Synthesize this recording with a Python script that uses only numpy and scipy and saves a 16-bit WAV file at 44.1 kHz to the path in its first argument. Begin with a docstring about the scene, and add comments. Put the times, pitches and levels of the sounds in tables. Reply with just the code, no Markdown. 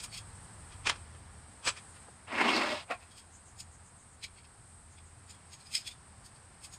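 """A quiet asphalt road, a phone's microphone a few metres from someone crouching to lay out snap traps.
Far traffic, a low engine hum and insects in the verge are there from start to end. Packets and plastic
traps rattle as they are picked up, and two empty packets, tossed aside, land and bounce. Shoes scuff,
then a skateboard is dragged away, stones jolting its deck, and is set down near 3 s. From there on the
traps click as they are handled, each contact ringing shell and spring."""
import sys
import numpy as np
from scipy import signal
from scipy.fft import rfft, irfft
from scipy.io import wavfile
from scipy.ndimage import uniform_filter1d

SR = 44100
rng = np.random.default_rng(int(sys.argv[2]) if len(sys.argv) > 2 else 0)


def dump_mix(stems):
    """Bounce the given channels to the path in sys.argv[1] as a 16-bit WAV at rate SR."""
    frames = np.atleast_2d(stems).T  # one column per channel
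    limited = np.clip(frames, -1, 1)  # hard clip at full scale
    pcm = np.round(limited * 32767).astype(np.int16)
    wavfile.write(sys.argv[1], SR, pcm)


N = 298998
TIME = np.arange(N) / SR

# colour of a bare contact with the road, for shoes and skateboard: f/Hz, level/dB
ROAD_CONTACT = [(120, -24), (300, -11), (900, 4), (2700, -5), (3300, -9), (5000, -13.5), (5900, -27),
                (7000, -21), (9000, -24.5), (11000, -37), (15500, -42)]


def undb(db):
    """Decibels to gain."""
    return 10 ** (np.asarray(db) / 20)


def unit(x):
    """Scale to rms 1."""
    return x / np.sqrt(np.mean(x ** 2))


def bump(s, half_length):
    """A smooth rise and fall about time s, top 1."""
    return np.exp(-((TIME - s) / half_length) ** 2)


def swells(table):
    """The rise in dB that a list of swells gives."""
    return sum(db * bump(s, half_length) for s, half_length, db in table)


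def walk(rate):
    """Random levels held 1 / rate s and smoothed twice; spread near 1."""
    hold = int(SR / rate)
    steps = np.repeat(rng.standard_normal(N // hold + 1), hold)
    return 1.197 * uniform_filter1d(uniform_filter1d(steps, hold), hold)[:N]


def response(colour, modes=(), modes_db=0, tilt_db=0, size=4096):
    """Causal response of unit energy: a broad colour with resonances on it, tilted per octave."""
    hz = np.maximum(np.fft.rfftfreq(size, 1 / SR), 1)
    points, db = np.transpose(colour)
    power = undb(np.interp(np.log(hz), np.log(points), db)) ** 2
    for centre, width, mode_db in modes:
        power += undb(mode_db + modes_db) ** 2 / (1 + 2 * ((hz - centre) / width) ** 2) ** 2
    octaves = np.log2(np.clip(hz, 500, 9000))
    cepstrum = irfft(np.log(power) / 2 + np.log(undb(tilt_db * octaves)))
    cepstrum[1:size // 2] *= 2  # fold to minimum phase
    cepstrum[size // 2 + 1:] = 0
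    ring = irfft(np.exp(rfft(cepstrum)))
    return ring / np.linalg.norm(ring)


def through(x, ring):
    """Play x through a response."""
    return signal.fftconvolve(x, ring)[:len(x)]


def band(x, low_hz, high_hz, order=3):
    """Band-pass."""
    sos = signal.butter(order, [low_hz, min(high_hz, .45 * SR)], "band", fs=SR, output="sos")
    return signal.sosfilt(sos, x)


def noise(colour):
    """Steady noise of a given colour, rms 1."""
    return unit(through(rng.standard_normal(N), response(colour)))


def grains(count, spread_db):
    """Dense tiny grains of uneven size, rms 1."""
    return unit(rng.standard_normal(count) * undb(spread_db * np.clip(rng.standard_normal(count), -2, 2)))


def contacts(table, colour, modes, modes_db, ring_db, ring_width_hz, peak, spread_db, fall, size=16384):
    """Softened clicks: each a grainy swell that rises to one peak, fades about as fast, rings the body."""
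    out = np.zeros(N + 2 * size)
    t = (np.arange(size) - size // 2) / SR
    for s, db, tilt_db, rise_ms, ring_hz in table:
        slope_s = rise_ms / 1000 * np.where(t < 0, 1, fall)  # fall is decay time over rise time
        click = grains(size, spread_db) * np.exp(-np.abs(t) / slope_s)
        click[size // 2] += peak * np.linalg.norm(click)
        # the point of contact decides which resonance is struck hardest
        body = response(colour, [*modes, (ring_hz, ring_width_hz, ring_db)], modes_db, tilt_db)
        start = int(s * SR)
        out[start:start + size] += undb(db) * through(click, body)
    return out[size // 2:size // 2 + N]


def traffic():
    """Far roads rumble and hiss as vehicles pass; one engine hums with a wavering pitch."""
    # the engine hum swells: t/s, half length/s, rise/dB
    engine_swells = [(1.15, 0.5, 10), (3.9, 0.6, 6), (5.15, 0.47, 9)]
    # vehicles at their nearest: t/s, half length/s, rumble rise/dB, tyre rise/dB
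    passes = [(0.536, 0.95, 7.5, 5), (6.35, 0.59, 1.5, 2.06)]
    # colours of the rumble and of the tyres from far off: f/Hz, level/dB
    rumble_colour = [(20, -17), (32, -12.5), (48, -3.5), (65, -3), (85, 0), (115, -1.5), (150, -12),
                     (220, -18.5), (400, -54.5)]
    tyre_colour = [(70, -26), (130, -3.5), (190, -4.5), (290, -10.5), (420, -12), (560, -13.5), (750, -9),
                   (1050, -9.5), (1800, -13.5), (2660, -20.5), (3600, -23.5), (5000, -21.5), (7000, -31),
                   (9100, -71)]
    engine_hz = 81.3 * (1 + 0.0316 * walk(9))
    phase = 2 * np.pi * np.cumsum(engine_hz) / SR
    engine = np.sin(phase) * undb(-64.5 + swells(engine_swells) + 2 * walk(9))
    rumble_rise = swells([(s, half, db) for s, half, db, _ in passes])
    tyre_rise = swells([(s, half * 1.77, db) for s, half, _, db in passes])  # tyres stay audible longer
    rumble = noise(rumble_colour) * undb(-61 + rumble_rise + walk(8))
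    tyres = noise(tyre_colour) * undb(-62 + tyre_rise + 0.35 * walk(4.5))
    return engine + rumble + tyres


def insects():
    """A shrill, throbbing chorus in the verge; one insect nearer the microphone lisps in fading runs."""
    # colour of the chorus: f/Hz, level/dB
    chorus_colour = [(5500, -28), (7000, -17.5), (7800, -9), (8350, -0.5), (8850, -8), (9450, -6.5),
                     (10100, -20), (11500, -32), (15000, -57.5)]
    # the chorus swells: t/s, half length/s, rise/dB
    chorus_swells = [(0.45, 0.7, 5), (1.85, 0.32, 5), (4.75, 0.11, 2.5)]
    # the nearer insect's runs: t/s, length/s, stroke period/s, first stroke's level/dB
    lisp_runs = [(1.926, 0.28, 0.11, -69), (3.354, 0.88, 0.13, -59), (4.932, 0.22, 0.145, -65)]
    chorus_db = -62.5 + swells(chorus_swells)
    chorus = noise(chorus_colour) * undb(chorus_db + 0.87 * walk(45))
    core = unit(band(rng.standard_normal(N), 8000, 8570, order=2))
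    throb = core * undb(chorus_db - 11.5 + 4 * walk(25))
    fade_db_per_s = 11
    strokes = sum(undb(db - fade_db_per_s * after) * bump(s + after, half_length=0.032)
                  for s, length, period, db in lisp_runs for after in np.arange(0, length, period))
    lisps = strokes * unit(band(rng.standard_normal(N), 6450, 8000, order=2))
    return chorus + throb + lisps


def packets():
    """Two empty packets are picked up and tossed; they ring briefly as they land and bounce."""
    # packet contacts: t/s, level/dB, tilt/(dB per octave), rise/ms, struck resonance f/Hz
    hits = [(0.004, -44, 7, 9.2, 2300), (0.042, -46, 2, 12.5, 1055), (0.727, -53.5, 1, 17.8, 3150),
            (0.872, -25, 0.6, 7.9, 2570), (0.898, -23, 1.6, 6.3, 2100), (0.918, -40.5, -1, 15, 1390),
            (0.960, -49.5, 0, 6.9, 2400), (1.150, -56, -5, 8.2, 3170), (1.657, -41, 13, 9, 8000),
            (1.676, -24.5, 1.4, 11.4, 1210), (1.687, -29.5, 4.5, 9.6, 7840), (1.775, -46.5, 2, 13, 2150)]
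    # colour of the bare contact: f/Hz, level/dB
    colour = [(100, -10.5), (300, -6.5), (800, -2.5), (1150, 4), (2700, -3.5), (5200, -4), (6500, -9),
              (9400, -13.5), (10600, -33), (15500, -46)]
    # resonances of a packet: f/Hz, width/Hz, level/dB
    modes = [(423, 200, -4.5), (553, 190, -5), (1076, 260, 0.5), (1480, 540, -3), (2480, 260, 5.5),
             (3230, 350, 3.5), (4897, 380, -3.5), (7690, 420, -31)]
    return contacts(hits, colour, modes, modes_db=-1, ring_db=4, ring_width_hz=370,
                    peak=0.13, spread_db=5, fall=1.32)


def traps():
    """Plastic snap traps click in the hand, each contact ringing shell and spring."""
    # trap contacts: t/s, level/dB, tilt/(dB per octave), rise/ms, struck resonance f/Hz
    clicks = [(0.042, -38.5, 8.5, 11.6, 2410), (0.147, -41.5, 0.7, 18, 4430), (0.180, -39, 2.5, 10.7, 3310),
              (3.120, -57, 3, 14.2, 3280), (3.184, -50.5, 4.5, 18.5, 3260), (3.604, -42, 6, 11.7, 6980),
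              (4.242, -36, -1, 8.7, 4110), (4.256, -54, 0, 19, 2290), (4.385, -57.5, -5, 18, 4450),
              (4.452, -57.5, -2, 8.8, 2553), (4.985, -59.5, -4, 11, 3430), (5.307, -48.5, 2, 15, 7140),
              (5.350, -59.5, 1, 12.5, 3300), (5.535, -48, 3, 14, 6630), (5.610, -57, 3.5, 23, 4160),
              (5.670, -54.5, 3, 15, 4960), (5.730, -43.5, 5, 15, 2520), (5.753, -28.5, 1.6, 9.3, 5046),
              (5.771, -35, 3.5, 15, 5160), (5.812, -50, 2, 16, 5000), (5.876, -38.5, 2, 13, 3387),
              (5.915, -50, 1.5, 14, 3550), (6.263, -51.5, 9, 14, 4530), (6.365, -61, 5, 11, 4560),
              (6.648, -44.5, 6.5, 13.6, 2550), (6.740, -46.5, 5.5, 13.4, 6700)]
    # colour of the bare contact: f/Hz, level/dB
    colour = [(200, -16.5), (600, -22), (1000, -16), (1650, -13.5), (2200, -2.5), (5200, 3), (6000, -9),
              (6900, -3), (9400, -8), (10500, -19.5), (13000, -19.5), (15500, -30.5)]
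    # resonances of shell and spring: f/Hz, width/Hz, level/dB
    modes = [(2381, 488, 0.5), (2500, 130, -4), (3250, 290, -1), (4400, 320, -10), (4700, 253, -1),
             (5110, 316, -1), (6600, 440, -5.5), (8137, 470, -2.5), (8940, 580, -6.5)]
    return contacts(clicks, colour, modes, modes_db=5, ring_db=9.5, ring_width_hz=128,
                    peak=0.13, spread_db=3.5, fall=1.115)


def shoes():
    """Shoes shift on the asphalt: faint, short scuffs that hardly ring."""
    # scuffs: t/s, level/dB, tilt/(dB per octave), rise/ms, resonance f/Hz
    scuffs = [(1.965, -57.5, 5.5, 20, 3300), (2.030, -63, 5, 19, 2500), (2.085, -52, -9.5, 11, 600)]
    return contacts(scuffs, ROAD_CONTACT, modes=(), modes_db=-3, ring_db=-10.5, ring_width_hz=300,
                    peak=0.1, spread_db=2.5, fall=1)


def board_drag():
    """The skateboard grinds over asphalt: stones jolt the deck; boom and grit follow the pull's speed."""
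    # colour of the scrape: f/Hz, level/dB
    colour = [(100, -40), (170, -12.5), (235, 2), (340, -2), (470, -7.5), (1030, 2), (1500, -5.5),
              (2690, -2), (2950, -6), (5100, -13), (5900, -22.5), (8600, -22.5), (11400, -42),
              (15400, -43.5)]
    # resonances of the dragged deck: f/Hz, width/Hz, level/dB
    modes = [(272, 95, -2), (614, 143, 1.5), (750, 47, 2), (1040, 130, -7.5), (1710, 35.6, 3),
             (1920, 83, 3.5), (2174, 72, 5.5), (2670, 66, 3.5), (4950, 320, -11), (8340, 330, -17)]
    # the board catches and one resonance sings out: t/s, f/Hz, width/Hz, level/dB, half length/ms
    catches = [(2.335, 1775, 1800, -43, 10), (2.405, 1720, 1000, -33.5, 28.5), (2.485, 1010, 400, -33, 7.6),
               (2.494, 3040, 1210, -32, 15), (2.555, 4440, 1200, -37.5, 24.5), (2.559, 263, 138.3, -38, 32),
               (2.645, 1324, 510, -39.5, 30), (2.700, 608, 40, -39, 69), (2.798, 3030, 1200, -47.5, 8.2)]
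    pull_s = np.cumsum([2.2655, 0.1561, 0.14, 0.29])  # start, then speeding up, sliding, slowing
    speed = np.interp(TIME, pull_s, [0, 1, 1, 0])
    # the scrape brightens as the board tips onto its edge
    tipping_db = 23.5 * (np.clip(TIME, pull_s[0], pull_s[-1]) - np.mean(pull_s))
    stones = grains(N, spread_db=6) * undb(1.4 * walk(110))
    deck = through(stones, response(colour, modes, modes_db=-3.5))
    body = unit(band(deck, 574, 3250)) * undb(-30.5) * speed
    grit = unit(band(deck, 3030, 19000)) * undb(-38.5 + tipping_db) * speed
    boom = unit(band(deck, 165, 433, order=4)) * undb(-37) * speed ** 1.574  # grows faster than speed
    scrape = body + grit + boom
    for s, hz, width, db, half_ms in catches:
        ring = unit(band(stones, hz - width / 2, hz + width / 2, order=2))
        scrape += undb(db) * bump(s, half_ms / 1000) * ring
    return scrape


def board_set_down():
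    """The skateboard knocks on the road and its deck rings."""
    # knocks: t/s, level/dB, tilt/(dB per octave), rise/ms, struck resonance f/Hz
    knocks = [(2.912, -27, 0.5, 6.62, 730), (2.922, -32, 1, 13, 1170), (2.940, -45.5, 3.5, 17, 2400),
              (3.030, -58, 8, 31, 1040)]
    # resonances of the deck: f/Hz, width/Hz, level/dB
    modes = [(274, 120, -14.5), (552, 94, -2), (715, 65, 3), (1085, 68, -1), (1403, 120, -8),
             (1890, 230, -11.5), (2493, 230, -9.5)]
    return contacts(knocks, ROAD_CONTACT, modes, modes_db=15, ring_db=-6, ring_width_hz=74,
                    peak=0.23, spread_db=1.5, fall=0.947)


def roadside(x, wet_db, t60):
    """Kerb, bushes and trees scatter a faint, dull tail back to the microphone."""
    t = TIME[:SR // 2]
    envelope = np.exp(-np.log(1000) * t / t60) * (1 - np.exp(-t / 0.022))
    tail = band(rng.standard_normal(len(t)), 300, 4900, order=1) * envelope
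    return x + undb(wet_db) * through(x, tail / np.linalg.norm(tail))


def scene():
    """Far traffic and the verge behind everything handled a few metres from the microphone, in mono."""
    background = traffic() + insects()
    near = packets() + traps() + shoes() + board_drag() + board_set_down()
    return (background + roadside(near, wet_db=-32.5, t60=0.47))[None]


def record(dry):
    """The phone's microphone port hollows a narrow band of the treble, and the top is cut."""
    hollowed = dry - 0.46 * band(dry, 5740, 5890, order=1)
    top_hz = 15400
    return signal.sosfilt(signal.ellip(10, .2, 70, top_hz, fs=SR, output="sos"), hollowed)


dry = scene()
out = record(dry)
dump_mix(out)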